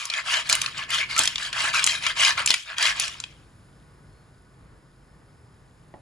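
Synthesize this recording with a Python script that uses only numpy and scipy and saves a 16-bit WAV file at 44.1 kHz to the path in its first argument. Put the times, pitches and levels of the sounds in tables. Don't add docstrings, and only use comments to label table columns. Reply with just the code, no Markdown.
import sys
import numpy as np
from scipy import signal
from scipy.fft import rfft, irfft, next_fast_len
from scipy.io import wavfile
from scipy.ndimage import uniform_filter1d, map_coordinates

SR = 44100
rng = np.random.default_rng(int(sys.argv[2]) if len(sys.argv) > 2 else 0)


def store_wav(level_fs):
    pcm = np.round(np.clip(np.atleast_2d(level_fs), -1, 1) * 32767)
    wavfile.write(sys.argv[1], SR, pcm.T.astype(np.int16))


N = 265041


def amp(db):
    return 10 ** (np.asarray(db) / 20)


def unit(x):
    return x / np.sqrt(np.mean(x ** 2) + 1e-20)


def along(points, hz):
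    f, v = np.transpose(points)
    return np.interp(np.log(hz + 1), np.log(f + 1), v)


def curve(points):
    s, value = np.transpose(points)
    return np.interp(np.arange(N) / SR, s, value)


def wobble(rate):
    knots = rng.standard_normal(int(N * rate / SR) + 4)
    return map_coordinates(knots, [np.arange(N) * rate / SR])


def filtered(x, response):
    m = next_fast_len(x.shape[-1] + SR // 4)
    spectrum = rfft(x, m) * response(np.fft.rfftfreq(m, 1 / SR))
    return irfft(spectrum, m)[..., :x.shape[-1]]


def convolved(x, response):
    return signal.fftconvolve(np.atleast_2d(x), np.atleast_2d(response), axes=1)[:, :x.shape[-1]]


def coloured(x, spectrum, size=2048):
    cepstrum = irfft(np.log(amp(along(spectrum, np.fft.rfftfreq(size, 1 / SR)))))
    cepstrum[1:size // 2] *= 2
    cepstrum[size // 2 + 1:] = 0
    return convolved(x, irfft(np.exp(rfft(cepstrum))))


def add(track, s, sound):
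    slot = track[:, max(round(s * SR), 0):][:, :sound.shape[-1]]
    slot += sound[:, :slot.shape[-1]]


def fade(t, t60):
    return np.exp(-np.log(1000) * t / np.maximum(t60, 1e-4))


def noise_pair(width, size):
    mid, side = rng.standard_normal((2, size))
    return unit(np.array([mid + width * side, mid - width * side]))


def grains(rate, low_hz, high_hz, cycles, spread_db, width, size=256):
    count = int(rate * N / SR)
    when, pitch, strength, place, lag = rng.random((count, 5)).T[:, :, None]
    t = np.arange(size) / SR
    hz = low_hz * (high_hz / low_hz) ** pitch
    gain = amp(spread_db * np.minimum(-np.log(1 - strength), np.pi)) * np.sqrt(hz)
    body = gain * np.exp(-t * hz / cycles) * (1 - np.arange(size) / size)
    index = ((when * N).astype(int) + np.arange(size)).ravel()
    channels = []
    for side in (1, -1):
        balance = 1 + side * width * (place - .5)
        phase = side * width * (2 * lag - 1)
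        grain = body * balance * np.sin(2 * np.pi * hz * t + phase)
        channels.append(np.bincount(index, grain.ravel(), N + size)[:N])
    return np.array(channels)


def singing(rows, waver, flutter_db):
    track = np.zeros((2, N))
    for s, length, from_hz, to_hz, db in rows:
        u = np.linspace(0, 1, max(int(length * SR), 2))
        drift, flutter = wobble(250)[:len(u)], wobble(110)[:len(u)]
        hz = (from_hz + (to_hz - from_hz) * u) * (1 + waver * drift)
        tone = unit(np.sin(2 * np.pi * np.cumsum(hz) / SR) * amp(flutter_db * flutter))
        swell = np.sin(np.pi * u)
        add(track, s, (amp(db) * swell * tone)[None])
    return track


# (time [s], length [s], relative pasta level [dB], relative shell level [dB])
SLIDES = [(0.096, 0.14, -29, -33), (0.23, 0.21, -25, -24.5), (0.732, 0.14, -31, -38.5),
          (0.875, 0.18, -26, -25.5), (1.358, 0.16, -33.5, -30.5), (1.513, 0.23, -24.5, -26),
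          (1.999, 0.14, -27, -28), (2.146, .2, -20, -18), (2.64, 0.13, -37, -45), (2.757, 0.19, -23, -22.5)]
# (time [s], relative pasta level [dB], relative shell level [dB], settling t60 [s])
LANDINGS = [(-.02, -33, -32, 0.36), (.445, -35, -36.5, 0.33), (.485, -25.5, -26.5, 0.47),
            (.605, -34, -35.5, 0.36), (1.085, -31.5, -32, 0.61), (1.169, -25, -22, 0.4),
            (1.725, -24, -24, 0.64), (1.864, -30.5, -23.5, 0.27), (1.915, -31.5, -30, 0.17),
            (2.365, -25, -31, .25), (2.469, -36.5, -25.5, 0.37), (2.945, -32, -32.5, 0.73),
            (2.99, -34.5, -26, 0.29)]
FALL_S, PILE_S = .02, 0.017
PASTA_LAW, SHELL_LAW = 1.05, 1.5
LOOSE_DB, LOOSE_T60_S = -14, .4


def tossing():
    t, power = np.arange(N) / SR, np.zeros((2, N))
    for s, length, pasta_db, shells_db in SLIDES:
        speed = np.abs(np.sin(np.pi * np.clip((t - s) / length, 0, 1)))
        pasta, shells = amp(pasta_db) * speed ** PASTA_LAW, amp(shells_db) * speed ** SHELL_LAW
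        power += np.array([pasta, shells]) ** 2
    for s, pasta_db, shells_db, t60 in LANDINGS:
        arrival = np.clip((t - s) / FALL_S, 0, 1)
        load = arrival * fade(np.maximum(t - s - FALL_S - PILE_S, 0), t60)
        power += (amp([[pasta_db], [shells_db]]) * load) ** 2
    after = fade(t[:SR // 2], LOOSE_T60_S) ** 2
    loose = convolved(power, amp(LOOSE_DB) ** 2 * after / after.sum())
    return np.sqrt(power + np.abs(loose))


def shifting(x, depth_db, size=512):
    z = signal.stft(x, nperseg=size)[2]
    field = uniform_filter1d(rng.standard_normal(z.shape[1:]), size=4, axis=0)
    field = uniform_filter1d(field, size=9, axis=1)
    gain = unit(amp(depth_db * unit(field)))
    return signal.istft(z * gain, nperseg=size)[1][:, :N]


# (frequency [Hz], relative level [dB], t60 [s])
PAN_MODES = [(655, -9, .07), (953, -5, .1), (1025, -6, .1), (1087, -6, .1), (1356, -6, .08),
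             (1507, -3, .08), (1741, -3, .13), (2042, -2, .07), (2310, -4, .06), (2455, -1, .06),
             (2934, 0, .06), (3170, -3, .05), (4037, -4, .07), (4355, -6, .06), (5154, -3, .07),
             (5700, -7, .07), (6800, -5, .06), (7547, -6, .07), (8050, -5, .06)]


def pan_ring(x):
    t = np.arange(SR // 4) / SR
    common = rng.uniform(0, 2 * np.pi, (len(PAN_MODES), 1, 1))
    phases = common + rng.normal(0, 0.26, (len(PAN_MODES), 2, 1))
    ring = np.zeros((2, len(t)))
    for (hz, db, t60), phase in zip(PAN_MODES, phases):
        ring += amp(db) * fade(t, t60) * np.sin(2 * np.pi * hz * t + phase)
    return convolved(x, ring / np.linalg.norm(ring[0]))


# (frequency [Hz], relative level [dB])
SQUELCH_COLOUR = [(100, -44.5), (300, -24), (520, -23.5), (640, -13), (800, -14.5), (1000, -5), (1600, 0.5),
                  (2400, 1.5), (3300, -5.5), (5000, -4.5), (9000, -31), (16000, -66.5)]
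# (frequency [Hz], relative level [dB])
RATTLE_COLOUR = [(600, -49.5), (1500, -14), (2400, -3), (3100, 0.5), (3800, -4.5), (4500, -2.5),
                 (5900, -4.5), (7800, -6), (8600, -10.5), (10500, -8.5), (12800, -31), (16000, -33)]


def heap(ring_db=-14, squelch_db=-1.5, rattle_db=-1.5, clump_db=1.0, ticks_db=-4):
    pasta_gain, shell_gain = tossing()
    pasta = grains(rate=1900, low_hz=424.8, high_hz=5063, cycles=4.9, spread_db=2.5, width=0.62, size=400)
    pasta = unit(coloured(pasta, SQUELCH_COLOUR))
    rasp = unit(grains(rate=9000, low_hz=1810, high_hz=13700, cycles=2, spread_db=2.5, width=0.3, size=64))
    rings = unit(grains(rate=600, low_hz=1704, high_hz=8970, cycles=9.8, spread_db=6, width=0.9, size=500))
    shells = unit(coloured(rasp + amp(ticks_db) * rings, RATTLE_COLOUR))
    clumps = clump_db * wobble(70)
    squelch = pasta_gain * amp(squelch_db + clumps) * pasta
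    rattle = shell_gain * amp(rattle_db + clumps) * shells
    slide = shifting(squelch + rattle, depth_db=2.5) + squeaks()
    return slide + amp(ring_db) * pan_ring(slide)


# (frequency [Hz], relative level [dB])
FLAME_COLOUR = [(20, -14.5), (32, -8.0), (48, 2.5), (70, -4.5), (130, 0.5), (210, -11.0), (400, -15.5),
                (700, -22.5), (1100, -21.0), (1450, -24.5), (1800, -25.5), (2600, -34.5), (5000, -49.5),
                (12000, -77.5)]
# (time [s], level [dB])
RUMBLE_LEVEL = [(0, -65), (.35, -54.5), (.6, -49), (1.5, -52), (2.45, -49.5), (2.62, -65.5), (2.85, -52),
                (3.3, -52.5), (6, -53)]


def burner():
    def deep_response(hz):
        return amp(along(FLAME_COLOUR, hz)) * hz / np.hypot(hz, 26)

    def airy_response(hz):
        return amp(along(FLAME_COLOUR, hz) + along([(20, -17.0), (200, -11.5), (600, -2.0)], hz))

    deep = filtered(rng.standard_normal(N), deep_response)
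    airy = filtered(rng.standard_normal((2, N)), airy_response)
    return amp(curve(RUMBLE_LEVEL) + .8 * wobble(4.9)) * unit(deep + airy)


# (frequency [Hz], relative level [dB])
SIZZLE_COLOUR = [(300, -31), (1500, -8.5), (2400, -8.5), (3000, -4.5), (3800, -4.0), (4700, -3.5),
                 (5100, -4.0), (5800, -11.0), (7100, -3.0), (7800, -6.5), (9500, -2.0), (11500, -10.5),
                 (13000, -21.5), (15000, -20.0)]
# (time [s], level [dB])
SIMMER_LEVEL = [(3.4, -67), (4, -68.5), (4.7, -70.5), (6, -69.5)]


def simmer(pops_db=-12):
    hiss = noise_pair(width=0.19, size=N)
    hiss = unit(filtered(hiss, lambda hz: amp(along(SIZZLE_COLOUR, hz))))
    pops = grains(rate=140, low_hz=2494, high_hz=12000, cycles=2.7, spread_db=6.5, width=.6)
    pops = unit(coloured(pops, SIZZLE_COLOUR))
    return amp(curve(SIMMER_LEVEL)) * (hiss + amp(pops_db) * pops)


# (time [s], relative level [dB], shell pitch [Hz], treble balance, neutral at -10 [dB])
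CLACKS = [(0.0535, -18.5, 6550, -9.5), (0.0996, -14.5, 4160, -18), (.1374, -15, 3160, -21.5),
          (0.3398, -10.5, 2880, -17), (0.4918, -16, 2380, -4), (0.4971, -7.5, 2370, -4.5),
          (0.5267, -4, 7190, -9.5), (.5517, -10.5, 2270, -4), (0.616, -10, 3003, -8),
          (0.6609, -12.5, 2830, -21), (0.7778, -21.5, 2390, -12), (0.9044, -17, 2190, -7.5),
          (1.164, -13.5, 2190, -13), (1.1792, -12.5, 6630, -4), (1.1909, -3.5, 8150, -6.5),
          (1.235, -13.5, 7300, -7), (1.2552, -12.5, 3800, -10.5), (1.275, -6.5, 3400, -12.5),
          (1.3575, -12.5, 3430, -18), (1.3813, -16.5, 2915, -17.5), (1.5288, -17, 2710, -15),
          (1.7933, -10, 2270, -21), (1.841, -5.5, 7070, -10.5), (1.8646, -6.5, 7620, -9.5),
          (1.873, -6, 2460, -12), (2.065, -8.5, 2260, -14.5), (2.3777, -14.5, 2290, -25.5),
          (2.4604, -7, 7270, -7.5), (2.4749, -7, 2870, -12), (2.5044, -2.5, 3300, -14.5),
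          (2.5132, -10, 3220, -17.5), (2.5406, -7, 2460, -12.5), (2.7824, -13.5, 3080, -12),
          (2.826, -9, 2510, -11.5), (2.8542, -8.5, 3160, -20.5), (2.9979, -9, 4630, -5),
          (3.0794, -20, 2560, -10), (3.2011, -20, 6960, -14), (3.2383, -19.5, 3065, -21.5)]
# (multiple of its pitch [ratio], relative level [dB])
SHELL_MODES = [(.45, -18), (.62, -11), (.8, -8), (.95, -2), (1.04, -1.5), (1.27, -4), (1.55, -6),
               (2.05, -5.5), (2.7, -12)]
# (frequency [Hz], relative level [dB])
CRACK_COLOUR = [(300, -30), (1200, -4.5), (3000, -2.5), (7500, 2.5), (10500, -3.5), (13000, -26),
                (16000, -23.5)]
SHELL_T60_S = .015


def clacks(crack_db=2, crack_t60=0.015, ring_db=-19, level_db=-8, chatter_db=-7, shelf=0.95):
    shells, t = np.zeros((2, N)), np.arange(SR // 16) / SR
    ratio, level = np.transpose(SHELL_MODES)[:, :, None, None]
    for s, db, pitch, treble_db in CLACKS:
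        hz = pitch * ratio * rng.normal(1, 0.013, ratio.shape)
        phase = rng.uniform(0, 2 * np.pi, ratio.shape) + rng.normal(0, 0.35, (len(SHELL_MODES), 2, 1))
        muffle_db = along([(7900, 2.0), (9000, -11), (14000, -29.5)], hz)
        gain = amp(level + rng.normal(0, 0.55, ratio.shape) + muffle_db)
        ring = np.sum(gain * np.sin(2 * np.pi * hz * t + phase), axis=0) * fade(t, SHELL_T60_S)
        crack = unit(coloured(noise_pair(width=0.46, size=len(t)), CRACK_COLOUR)) * fade(t, crack_t60)
        onset = 1 - np.exp(-t / 0.00036)
        hit = (ring + amp(crack_db) * crack) * onset
        add(hit, rng.uniform(0.00066, .0025), amp(chatter_db) * hit)
        hardness_db = shelf * (treble_db + 10.0)
        hit = coloured(hit, [(4200, 0.0065), (6800, hardness_db), (14000, 2.4 * hardness_db)], size=256)
        add(shells, s, amp(db + level_db) * hit / np.std(hit[:, t < .004]))
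    return shells + amp(ring_db) * pan_ring(shells)


# (start [s], length [s], first frequency [Hz], last frequency [Hz], level before the swell [dB])
SQUEAKS = [(.3, .1, 3000, 3150, -31), (.99, .065, 2240, 2270, -27), (1.09, .05, 2230, 2200, -37),
           (1.155, .05, 1330, 1290, -29), (2.22, .06, 2480, 2400, -26)]


def squeaks():
    return singing(SQUEAKS, waver=0.044, flutter_db=3.0)


# (time [s], thud peak level [dB], rumble relative to the thud [dB])
KNOCKS = [(0.496, -34.5, -14.5), (1.199, -20, -19.5), (1.642, -26.5, -28), (2.502, -25, -16.5),
          (5.94, -33, -9.5)]
# (frequency [Hz], relative level [dB], t60 [s])
THUD_MODES = [(126, -8, 0.046), (304, -8.5, .07), (393, -7.5, 0.051), (660, -3.5, 0.047), (865, 10, .035),
              (1860, -3, .035), (2750, -15, .04)]
# (frequency [Hz], relative level [dB])
RUMBLE_COLOUR = [(80, -6.5), (210, -6.5), (310, 1.5), (480, -5.5), (680, -2), (880, -0.5), (1150, -17),
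                 (3000, -33), (8000, -58.5)]


def knocks():
    track, t = np.zeros((2, N)), np.arange(SR // 4) / SR
    for s, db, rumble_db in KNOCKS:
        thud = np.zeros(len(t))
        for hz, level, t60 in THUD_MODES:
            thud += amp(level) * fade(t, t60) * np.sin(2 * np.pi * hz * rng.normal(1, .015) * t)
        rumble = unit(coloured(noise_pair(width=0.29, size=len(t)), RUMBLE_COLOUR)) * fade(t, t60=0.2)
        add(track, s, amp(db) * (thud / np.abs(thud).max() + amp(rumble_db) * rumble))
    return track


# (start [s], length [s], first frequency [Hz], last frequency [Hz], level before the swell [dB])
WHISTLES = [(3.1, 1.8, 5100, 5090, -78), (4.09, .17, 4340, 4280, -76), (4.4, 1.7, 5090, 5110, -78),
            (2.5, 3.8, 1470, 1465, -73)]


def whistles():
    return singing(WHISTLES, waver=0.01393, flutter_db=-1.5)


# (frequency [Hz], t60 [s])
KITCHEN_DECAY = [(150, .35), (900, 0.14), (1900, 0.38), (3500, 0.34), (7000, 0.2), (14000, 0.4)]


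def kitchen(x, walls_db=-12, tail_db=-13):
    hz, t, z = signal.stft(rng.standard_normal((2, SR // 2)), SR, nperseg=256)
    decay = fade(t, along(KITCHEN_DECAY, hz)[:, None])
    tail = signal.istft(z * decay, SR, nperseg=256)[1][:, :SR // 2]
    t = np.arange(SR // 2) / SR
    walls = rng.standard_normal(tail.shape) * fade(t, 0.016) * (t > .002)
    tail = tail * (t > .006)
    early = amp(walls_db) * walls / np.linalg.norm(walls[0])
    late = amp(tail_db) * tail / np.linalg.norm(tail[0])
    return convolved(x, early + late)


def scene():
    pan = heap() + clacks() + knocks()
    return pan + kitchen(pan) + burner() + simmer() + whistles()


# (frequency [Hz], level [dB])
TREBLE_COLOUR = [(10800, 0), (11400, 2), (12000, -8.5), (14300, 0), (16000, -5)]
# (frequency [Hz], lead of left over right [rad])
PHASE_LEAD = [(120, 0), (250, -.3), (450, -.25), (700, .65), (1300, .65), (1900, .35), (3000, 1.35),
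              (3900, .55), (5800, .6), (6800, 0), (8100, -1.9), (8500, -3.3), (9700, -6.1), (10600, -6.6),
              (12000, -9.4), (15500, -15)]
# (frequency [Hz], left minus right [dB])
LEVEL_LEAN = [(150, 1), (380, -1), (700, -3.5), (1290, -1), (2380, 2), (3200, 3), (4400, 3), (8000, -0.5)]
TOP_HZ = 16200


def record(dry):
    sides = np.array([[.5], [-.5]])

    def response(hz):
        gain = amp(along(TREBLE_COLOUR, hz) + sides * along(LEVEL_LEAN, hz))
        return gain * np.exp(1j * sides * along(PHASE_LEAD, hz))

    pair = filtered(dry, response)
    rounded = pair / (1 + (np.abs(pair) / .95) ** 6) ** (1 / 6)
    return filtered(rounded, lambda hz: hz < TOP_HZ)


dry = scene()
out = record(dry)
store_wav(out)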